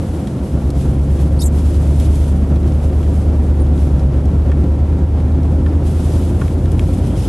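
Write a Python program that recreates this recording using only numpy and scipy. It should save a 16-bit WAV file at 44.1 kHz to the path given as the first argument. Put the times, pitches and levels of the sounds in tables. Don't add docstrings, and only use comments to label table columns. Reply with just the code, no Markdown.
import sys
import numpy as np
from scipy import signal
from scipy.fft import rfft, irfft
from scipy.io import wavfile
from scipy.ndimage import uniform_filter1d, minimum_filter1d

SR = 44100
rng = np.random.default_rng(int(sys.argv[2]) if len(sys.argv) > 2 else 0)


def file_out(sig):
    cols = np.atleast_2d(sig).T
    lim = np.clip(cols, -1, 1)
    pcm = np.round(lim * 32767).astype(np.int16)
    wavfile.write(sys.argv[1], SR, pcm)


N = 321224
TIME = np.arange(N) / SR
FREQS = np.fft.rfftfreq(N, 1 / SR)
SIDES = np.array([[1], [-1]])


def undb(db):
    return 10 ** (np.asarray(db) / 20)


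def curves(rows):
    times, *columns = np.transpose(rows)
    return [np.interp(TIME, times, column) for column in columns]


def unit(x):
    return x / np.sqrt(np.mean(x ** 2))


def wander(rate_hz):
    return unit(irfft(rfft(rng.standard_normal(N)) * np.exp(-(FREQS / rate_hz) ** 2), N))


def gate(start, length, attack, release):
    return np.clip(np.minimum((TIME - start) / attack, 1 - (TIME - start - length) / release), 0, 1)


def filtered(x, order, hz, kind):
    return signal.sosfilt(signal.butter(order, hz, kind, fs=SR, output="sos"), x)


def resonance(hz, centre_hz, width_hz):
    return 1j * hz * width_hz / (centre_hz ** 2 - hz ** 2 + 1j * hz * width_hz)


def body(hz, modes):
    return sum(undb(db) * resonance(hz, centre, width) for centre, width, db in modes)


def colour(mid, side, rows):
    hz, mid_db, side_db = np.transpose(rows)
    shape = lambda x, db: irfft(rfft(x) * undb(np.interp(np.log(FREQS + 1), np.log(hz), db)), N)
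    return shape(mid, mid_db) + SIDES * shape(side, side_db)


def cab_reverb(x, wet_db, t60):
    t = TIME[:SR // 8]
    tail = rng.standard_normal((2, len(t))) * undb(-60 * t / t60) * (t > .001)
    tail /= np.sqrt(np.sum(tail ** 2, axis=1, keepdims=True))
    return x + undb(wet_db) * signal.fftconvolve(x[None], tail, axes=1)[:, :N]


# t/s, f/Hz
FIRING_RATE = [(0.0, 80.95), (0.36, 70.6), (0.75, 67.69), (1.6, 74.19), (1.87, 73.47), (2.92, 74.35),
               (3.1, 75.52), (3.84, 72.96), (4.06, 68.78), (4.4, 74.99), (4.66, 72.9), (4.91, 76.67),
               (5.24, 75.75), (6.11, 80.44), (6.84, 85.58), (7.28, 93.49)]
# t/s, relative level/dB
ENGINE_LOUDNESS = [(0, -12), (.17, -6), (.27, -17), (.37, -20), (.44, -4), (.49, -12), (.55, -4), (.6, -18),
                   (.66, -0.5), (.75, -1.5), (.95, -1), (2, 0.3), (2.9, -1.5), (3.7, 1), (4.7, -1.3),
                   (6.3, -1.5), (6.9, 1), (7.28, -2)]
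# multiple of the four-stroke cycle, relative level/dB at cruise,
# slope/(dB per Hz of firing rate) as each nears or leaves the cab's boom
THROB_PARTIALS = [(5, -24, 0.35), (6, -43, 1.0), (7, -24.5, 0.07), (9, -34.5, -1.27), (11, -28.5, -0.04),
                  (14, -37.5, -0.03), (15, -35, 0.25)]

def engine(cycle, firing_hz, cruise_hz=77.4, waver=.1, lag_s=.00009):
    loudness_db, = curves(ENGINE_LOUDNESS)
    firing = 8 * cycle
    drone = undb(loudness_db - 12) * abs(resonance(firing_hz, centre_hz=75.2, width_hz=14.5))
    out = drone * np.cos(firing)
    boom = undb(-27) + undb(-5) * abs(resonance(2 * firing_hz, centre_hz=137.2, width_hz=4.8))
    out += drone * boom * np.cos(2 * firing + 2 * waver * wander(13))
    for order, db, db_per_hz in THROB_PARTIALS:
        level = undb(db + db_per_hz * (firing_hz - cruise_hz) + loudness_db) * (1 + waver * wander(2))
        polarity = np.sign(10 - order)
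        out += polarity * level * np.cos(order * cycle + waver * wander(.56))
    right = np.interp(TIME - lag_s, TIME, out)
    return np.sqrt(2) * np.array([out, right])


# f/Hz, mid level/dB, side level/dB
RUMBLE_EQ = [(15, -66, -90), (32, -56, -80), (50, -43.5, -73), (69.6, -42.5, -87), (118, -39.5, -76),
             (167, -44.5, -70), (270.5, -45, -71.5), (355.4, -52.5, -72.5), (520, -58.5, -76.5),
             (665, -60.5, -74.5), (1010, -70, -78), (1770, -79.5, -83.5), (4200, -90, -97.5),
             (10900, -99, -106)]
# f/Hz, width/Hz, level/dB
CAB_RESONANCES = [(184, 19, -9), (290, 13, -10.5), (359.5, 38, -4), (524, 20.3, 1), (756, 42, -16),
                  (957, 26, -4.5), (1355, 45, -4)]
# t/s, length/s, level/dB
ROAD_BUMPS = [(1.187, 0.037, 0.5), (2.492, 0.065, 2), (2.63, 0.041, 1.5), (5.08, 0.053, -0.5)]

def road(cycle, rumble_db=-1.23, rise_db_per_s=.1471, shake=.051, flutter_db=.95):
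    bumps_db = sum(db * gate(start, length, .0078, .026) for start, length, db in ROAD_BUMPS)
    ring = 1 + body(FREQS, CAB_RESONANCES)
    mid, side = irfft(rfft(rng.standard_normal((2, N))) * ring, N) * np.sqrt(SR / 2)
    chop = 1 + shake * (np.cos(3 * cycle) + np.cos(6 * cycle) / 2)
    level_db = rumble_db + rise_db_per_s * TIME + bumps_db + flutter_db * wander(20)
    return colour(mid, side, RUMBLE_EQ) * chop * undb(level_db)


# f/Hz, relative mid level/dB, relative side level/dB
CLOTH_EQ = [(780, -5, -21), (1990, -1, -3), (3350, 3, -7), (4330, -1.5, -6), (9050, 0, -6.5),
            (12000, -1.5, -8)]
# t/s, relative level/dB
BRUSH_BED = [(0, -51.5), (3.2, -54.5), (5.1, -61), (6.6, -51.5)]
# t/s, length/s, relative level/dB
CLOTH_RUBS = [(0, 0.3, -53.5), (0.744, 0.12, -49), (1.077, 0.16, -50), (1.512, 0.778, -47),
              (1.956, 0.29, -52.5), (2.8, 0.053, -51.5), (2.96, 0.27, -53.5), (3.73, 0.14, -50),
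              (5.82, 0.44, -46), (6.27, 0.21, -50.5), (6.843, 0.39, -50), (7.14, .2, -44.5)]

def rustle(gain_db=5, patchy_db=1.5, pan_db=1.5):
    brush_db, = curves(BRUSH_BED)
    rubs = [undb(db) * gate(start, length, .038, .063) for start, length, db in CLOTH_RUBS]
    envelope = np.sqrt(undb(brush_db) ** 2 + np.sum(np.square(rubs), axis=0))
    mid, side = rng.standard_normal((2, N))
    fibres = unit(colour(mid, side, CLOTH_EQ))
    return fibres * envelope * undb(gain_db + patchy_db * wander(23) + SIDES * pan_db / 2)


# f/Hz, width/Hz, relative level/dB
TRIM_RESONANCES = [(1090, 150, 17), (1390, 190, 7.5), (1730, 150, 6), (2140, 290, 1), (2510, 380, -1),
                   (3150, 330, 0), (3730, 400, -5), (5400, 1600, -7), (8950, 5000, -3.5)]

def knock(hz, t60, chatter_db=-17, width_share=.62):
    t = TIME[:SR // 8]
    chatter = rng.standard_normal(len(t)) * undb(-60 * t / t60)
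    contact = (t == 0) + undb(chatter_db) * chatter
    freqs = np.fft.rfftfreq(len(t), 1 / SR)
    brightness = resonance(freqs, hz, width_share * hz)
    ring = irfft(rfft(contact) * brightness * body(freqs, TRIM_RESONANCES), len(t))
    return ring / np.std(ring[:SR // 200])


# t/s, attack level/dB, brightness f/Hz, chatter decay/s
TRIM_HITS = [(.272, -38, 4000, 0.049), (.390, -49, 3000, .015), (0.704, -37, 6000, 0.023),
             (.966, -52.5, 3000, .012), (1.191, -44, 3000, .02), (2, -36.5, 6000, 0.038),
             (2.157, -40, 7000, .03), (2.558, -44.5, 4200, 0.084), (2.676, -43.5, 4000, 0.072),
             (2.722, -45.5, 3600, .02), (2.802, -42, 2200, .015), (3.029, -41, 2900, 0.048),
             (3.599, -46, 2600, .012), (3.829, -47, 3000, .012), (3.995, -43, 4600, .07),
             (4.256, -45, 5400, .022), (4.285, -47, 1900, .012), (4.5172, -32, 1850, 0.039),
             (5.203, -43.5, 3200, 0.05), (5.432, -46, 4600, .02), (5.663, -32.5, 1500, 0.033),
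             (6.4145, -30.5, 1650, .035), (6.418, -28, 1210, 0.038), (6.4812, -37.5, 2350, .01),
             (6.658, -37, 2700, 0.02), (6.718, -39.5, 6860, .035), (6.7947, -28.5, 2330, .003)]

def trim_ticks(faint_db=-50, faint_count=70):
    faint = [(when * N / SR, faint_db + 7 * (size - .5), 1500 * 3 ** pitch, .015)
             for when, size, pitch in rng.random((faint_count, 3))]
    out = np.zeros(N + SR)
    for onset, db, hz, t60 in TRIM_HITS + faint:
        tick = knock(hz, t60)
        start = int(onset * SR)
        out[start:start + len(tick)] += undb(db) * tick
    return cab_reverb(out[:N], wet_db=-10, t60=.04)


# t/s, rib rate f/Hz, pressure level/dB
ZIP_STROKE = [(1.386, 4150, -62), (1.392, 4300, -36), (1.398, 4600, -37), (1.403, 5350, -33),
              (1.408, 5450, -34), (1.413, 7300, -31.5), (1.423, 7540, -29.5), (1.433, 7800, -34),
              (1.441, 8400, -29), (1.453, 8300, -38), (1.462, 7350, -25.5), (1.470, 7300, -36),
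              (1.481, 7400, -40), (1.489, 7400, -62)]
# f/Hz, width/Hz, level/dB
PATCH_RESONANCES = [(3760, 160, 1), (5400, 150, -1), (6500, 130, 1), (7060, 130, 3), (7540, 92, -7),
                    (8300, 220, 2), (9170, 150, -2), (11200, 450, -8)]

def swish(catch_s=1.421, catch_width_s=.01, catch_db=9, rasp_db=2, pan_db=2.5):
    rib_hz, pressure_db = curves(ZIP_STROKE)
    ragged = np.clip((TIME - catch_s) / catch_width_s + 2, 0, 1)
    jitter = (.04 + .025 * ragged) * wander(1280)
    phase = 2 * np.pi * np.cumsum(rib_hz * (1 + jitter)) / SR
    catch = undb(catch_db) * np.exp(-((TIME - catch_s) / catch_width_s) ** 2)
    skip_phase = phase / 2 + .42 * wander(700)
    scrape = unit(filtered(rng.standard_normal(N), 2, [4200, 5800], "band"))
    skips = undb(-4) * np.sin(skip_phase) + np.sin(phase + skip_phase) + undb(-7) * scrape
    buzz = (np.sin(phase) + undb(-2) * np.sin(2 * phase) + catch * skips) / np.sqrt(1 + catch ** 2)
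    hiss = undb(-3.5) * ragged * unit(filtered(rng.standard_normal(N), 8, 6500, "high"))
    sliding = (TIME > ZIP_STROKE[0][0]) * (TIME < ZIP_STROKE[-1][0])
    stroke = sliding * undb(pressure_db + rasp_db * wander(300))
    radiated = filtered((buzz + hiss) * stroke, 8, 3520, "high")
    ring = irfft(rfft(radiated) * (1 + body(FREQS, PATCH_RESONANCES)), N)
    return cab_reverb(ring, wet_db=-4, t60=.035) * undb(SIDES * pan_db / 2)


# t/s, length/s, f/Hz, width/Hz, level/dB
CHIRP_AND_SCRAPES = [(3.601, 0.016, 9140, 120, -42), (7.09, 0.17, 3150, 380, -53.5),
                     (7.164, .11, 5150, 650, -51)]

def chirp_and_scrapes(rasp_db=3):
    out = 0
    for start, length, hz, width, db in CHIRP_AND_SCRAPES:
        rasp = rng.standard_normal(N) * undb(rasp_db * wander(150))
        ring = unit(irfft(rfft(rasp) * resonance(FREQS, hz, width) ** 2, N))
        out = out + undb(db) * gate(start, length, attack=.0071, release=.014) * ring
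    return cab_reverb(out, wet_db=-6, t60=.04)


def scene():
    firing_hz, = curves(FIRING_RATE)
    cycle = 2 * np.pi * np.cumsum(firing_hz / 8) / SR
    bed = engine(cycle, firing_hz) + road(cycle)
    return bed + rustle() + trim_ticks() + swish() + chirp_and_scrapes()


def record(dry, threshold=.68, window=SR // 80, top_hz=11900):
    peak = np.max(abs(dry), axis=0) + 1e-9
    target_gain = np.minimum(1, (threshold / peak) ** .7)
    held_gain = minimum_filter1d(target_gain, 2 * window)
    gain = uniform_filter1d(uniform_filter1d(held_gain, window), window)
    return signal.sosfilt(signal.ellip(10, .2, 80, top_hz, fs=SR, output="sos"), dry * gain)


dry = scene()
out = record(dry)
file_out(out)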